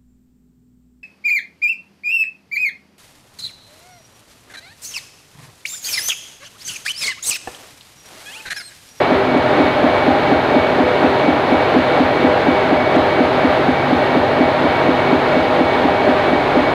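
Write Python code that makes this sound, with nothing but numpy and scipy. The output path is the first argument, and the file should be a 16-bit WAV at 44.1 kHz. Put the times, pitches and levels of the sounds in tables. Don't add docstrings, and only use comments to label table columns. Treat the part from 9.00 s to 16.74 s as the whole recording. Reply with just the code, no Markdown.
import sys
import numpy as np
from scipy import signal
from scipy.fft import rfft, irfft, next_fast_len
from scipy.io import wavfile
from scipy.ndimage import uniform_filter1d, minimum_filter1d

SR = 44100
rng = np.random.default_rng(int(sys.argv[2]) if len(sys.argv) > 2 else 0)


def dump_mix(stems):
    frames = np.atleast_2d(stems).T
    limited = np.clip(frames, -1, 1)
    pcm = np.round(limited * 32767).astype(np.int16)
    wavfile.write(sys.argv[1], SR, pcm)


N = 341334

CYCLE_S, FIRST_THROB_S = 0.2403, 0.1248


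def from_db(db):
    return 10 ** (np.asarray(db) / 20)


def seconds():
    return np.arange(N) / SR


def rms_one(x):
    return x / np.sqrt(np.mean(x ** 2) + 1e-20)


def sine(phase):
    return np.sqrt(2) * np.sin(phase)


def drift(rate_hz):
    points, step = 4096, 100
    hz = np.fft.rfftfreq(points, step / SR)
    slow = irfft(rfft(rng.standard_normal(points)) / (1 + (hz / rate_hz) ** 2))
    return np.interp(np.arange(N) / step, np.arange(points), rms_one(slow))


def colour(white, spectrum):
    hz = np.maximum(np.fft.rfftfreq(len(white), 1 / SR), 1)
    points_hz, points_db = np.transpose(spectrum)
    gain = from_db(np.interp(np.log(hz), np.log(points_hz), points_db)) * np.sqrt(SR / 2)
    return irfft(rfft(white) * gain, len(white))


def band(x, low_hz, high_hz):
    edges = [low_hz, min(high_hz, SR / 2 - 1)]
    return signal.sosfilt(signal.butter(2, edges, "band", fs=SR, output="sos"), x + 1e-18)


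def clicks(times, sizes):
    out = np.zeros(N)
    at = np.round(times * SR).astype(int)
    inside = (at >= 0) & (at < N)
    out[at[inside]] = sizes[inside]
    return out


# time in seconds from the
# heaviest puff, pitch in Hz, peak level in dB, rise in seconds.
PUFFS = [(-.092, 413, -19, .009), (-.085, 265, -25.5, .010), (-.075, 141, -24, .008),
         (-.060, 141.5, -27, 0.0097), (-.043, 270, -20.5, 0.0085), (-.023, 171.6, -29, 0.0076),
         (-.019, 396, -14.5, 0.00694), (-.013, 719, -18, 0.00591), (-.010, 79.5, -34, .014),
         (-.003, 135, -24, 0.0087), (0, 275.7, -9, 0.00761), (.020, 139, -22.5, 0.00885),
         (.020, 404, -16, 0.00546), (.039, 92, -24.5, 0.02176), (.079, 283, -24.5, 0.00894),
         (.112, 101.3, -32.5, 0.0156)]
# time in seconds, strength of the puffs in dB.
ENGINE_LOAD = [(0, -0.6), (3, .7), (7.7, -1.4)]
THROB_SCATTER_DB = .5


def exhaust(uneven_db, rough):
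    times = np.arange(FIRST_THROB_S, N / SR + CYCLE_S, CYCLE_S)
    load_db = np.interp(times, *np.transpose(ENGINE_LOAD))
    strength_db = load_db + THROB_SCATTER_DB * rng.standard_normal(len(times))
    t = np.arange(SR // 8) / SR
    out = np.zeros(N)
    for offset, hz, peak_db, rise in PUFFS:
        swell = (t / rise * np.exp(1 - t / rise)) ** 3
        sizes = from_db(peak_db + strength_db + uneven_db * rng.standard_normal(len(times)))
        strokes = clicks(times + offset - rise, sizes)
        gas = rough * rms_one(band(rng.standard_normal(N), hz * 0.81, hz * 1.36))
        out += signal.oaconvolve(strokes, swell * np.sin(2 * np.pi * hz * t))[:N]
        out += signal.oaconvolve(strokes, swell)[:N] * gas
    return out


# pitch in Hz, width in Hz,
# level in dB against the puffs.
PIPE = [(97.6, 5.3, -9.5), (256.7, 15.3, 3), (297, 4.5, -3.5), (333.4, 17, 3.5)]


def pipe(puffs):
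    out = puffs
    for hz, width, level_db in PIPE:
        ringing = signal.lfilter(*signal.iirpeak(hz, hz / width, fs=SR), puffs)
        out = out + from_db(level_db) * ringing
    return out


# frequency in Hz, density in dB per Hz.
VALVE_CLATTER = [(30, -76), (50, -61), (70, -62), (95, -53), (140, -50), (180, -47), (260, -48.5),
                 (340, -43), (500, -52.6), (780, -46), (1100, -71), (2000, -72), (4000, -91.5),
                 (8000, -112)]


def clatter(level_db, surge_db):
    size = round(CYCLE_S * SR)
    even = rms_one(irfft(np.exp(2j * np.pi * rng.random(size // 2 + 1)), size))
    one_cycle = colour(even, VALVE_CLATTER)
    load = np.cos(2 * np.pi * (seconds() - FIRST_THROB_S) / CYCLE_S)
    return np.resize(one_cycle, N) * from_db(level_db + surge_db * load)


# multiple of the cycle rate, rms level in dB before it wavers.
SHAFT_ORDERS = [(12, -49), (17, -49), (23, -38), (30, -42), (34, -39), (192, -31), (226, -36), (452, -44)]


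def shafts(waver_db):
    turns = seconds() / CYCLE_S
    out = np.zeros(N)
    for order, level_db in SHAFT_ORDERS:
        level = from_db(level_db + waver_db * drift(1.16))
        out += level * sine(2 * np.pi * (order * turns + rng.random()))
    return out


CYLINDERS = 6


def firings(level_db, low_hz, high_hz, lead_s, surge_db):
    turn = 2 * np.pi * (seconds() - FIRST_THROB_S + lead_s) / CYCLE_S
    gate = (.5 + .5 * np.cos(CYLINDERS * turn)) * from_db(surge_db * np.cos(turn))
    return from_db(level_db) * rms_one(gate * band(rng.standard_normal(N), low_hz, high_hz))


# frequency in Hz, density in dB per Hz.
DECK_ROAR = [(20, -71.6), (36, -71), (50, -78), (130, -56), (215, -59), (400, -47), (780, -45),
             (1050, -50.5), (1900, -55), (2600, -61), (4100, -66.5), (5400, -83.5), (8000, -92),
             (14000, -99)]
# pitch in Hz, width in Hz, rms level in dB.
STEEL = [(253, 11.4, -29), (296.7, 8.9, -32), (337, 21, -34.5), (390.6, 5.1, -29), (499.2, 6.2, -29),
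         (609.7, 45, -22), (822, 10, -33.5), (1868, 19, -42), (3610, 310, -45), (4280, 330, -48),
         (4980, 250, -55.5), (6180, 810, -60)]


def machinery(roar_db, flutter_db):
    white = rng.standard_normal(next_fast_len(N))
    out = colour(white, DECK_ROAR)[:N] * from_db(roar_db + flutter_db * drift(5.0))
    for hz, width, level_db in STEEL:
        ringing = band(rng.standard_normal(N + SR // 2), hz - width / 2, hz + width / 2)[-N:]
        out = out + from_db(level_db) * rms_one(ringing)
    return out


PUMP_HZ, SWELLS_PER_S, FIRST_SWELL_S = 2255, 3.149, .035


def pump(peak_db, dip_db, uneven_db, wander_hz, rough):
    swell = np.abs(np.cos(np.pi * SWELLS_PER_S * (seconds() - FIRST_SWELL_S)))
    level = from_db(peak_db - dip_db * (1 - swell) + uneven_db * drift(1.7))
    hz = PUMP_HZ + wander_hz * drift(20.2)
    edge = rough * rms_one(band(rng.standard_normal(N), PUMP_HZ - 30, PUMP_HZ + 30))
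    return level * (sine(2 * np.pi * np.cumsum(hz) / SR) + edge)


# start in seconds, level in dB against the other ticks.
TICKS = [(0.3775, -33), (3.9594, -34), (6.33, -37), (6.556, -38), (7.6226, -40)]


def loose_gear(level_db, decay_s, low_hz, high_hz):
    times, tick_db = np.transpose(TICKS)
    strikes = clicks(times, from_db(tick_db + level_db))
    envelope = signal.lfilter([1], [1, -np.exp(-1 / (decay_s * SR))], strikes)
    return envelope * rms_one(band(rng.standard_normal(N), low_hz, high_hz))


def scene():
    engine = pipe(exhaust(uneven_db=0.76, rough=0.18))
    engine = engine + clatter(level_db=-4.5, surge_db=2.0) + shafts(waver_db=3.5)
    rasp = firings(level_db=-29, low_hz=443, high_hz=900, lead_s=.012, surge_db=3.0)
    deck = machinery(roar_db=-0.7, flutter_db=0.55)
    whine = pump(peak_db=-30.4, dip_db=10, uneven_db=.6, wander_hz=11, rough=.4)
    ticks = loose_gear(level_db=-10, decay_s=.003, low_hz=4500, high_hz=9150)
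    return (engine + rasp + deck + whine + ticks)[None]


def limiter(x, ceiling, size):
    gain = minimum_filter1d(ceiling / np.maximum(np.abs(x), ceiling), 2 * size + 1)
    return x * uniform_filter1d(uniform_filter1d(gain, size), size)


# pitch in Hz, rms level in dB.
RECORDER_WHINE = [(9001, -77), (9598, -78), (10799, -79), (11402, -78), (11999, -80), (13200, -81),
                  (13803, -83)]
CUTOFF_HZ = 14300


def record(dry):
    held = limiter(dry, ceiling=.89, size=128)
    whine = sum(from_db(level_db) * sine(2 * np.pi * hz * seconds()) for hz, level_db in RECORDER_WHINE)
    soft_ends = signal.windows.tukey(N, .001)
    top_cut = signal.ellip(14, .1, 90, CUTOFF_HZ, fs=SR, output="sos")
    return signal.sosfilt(top_cut, (held + whine) * soft_ends)


dry = scene()
out = record(dry)
dump_mix(out)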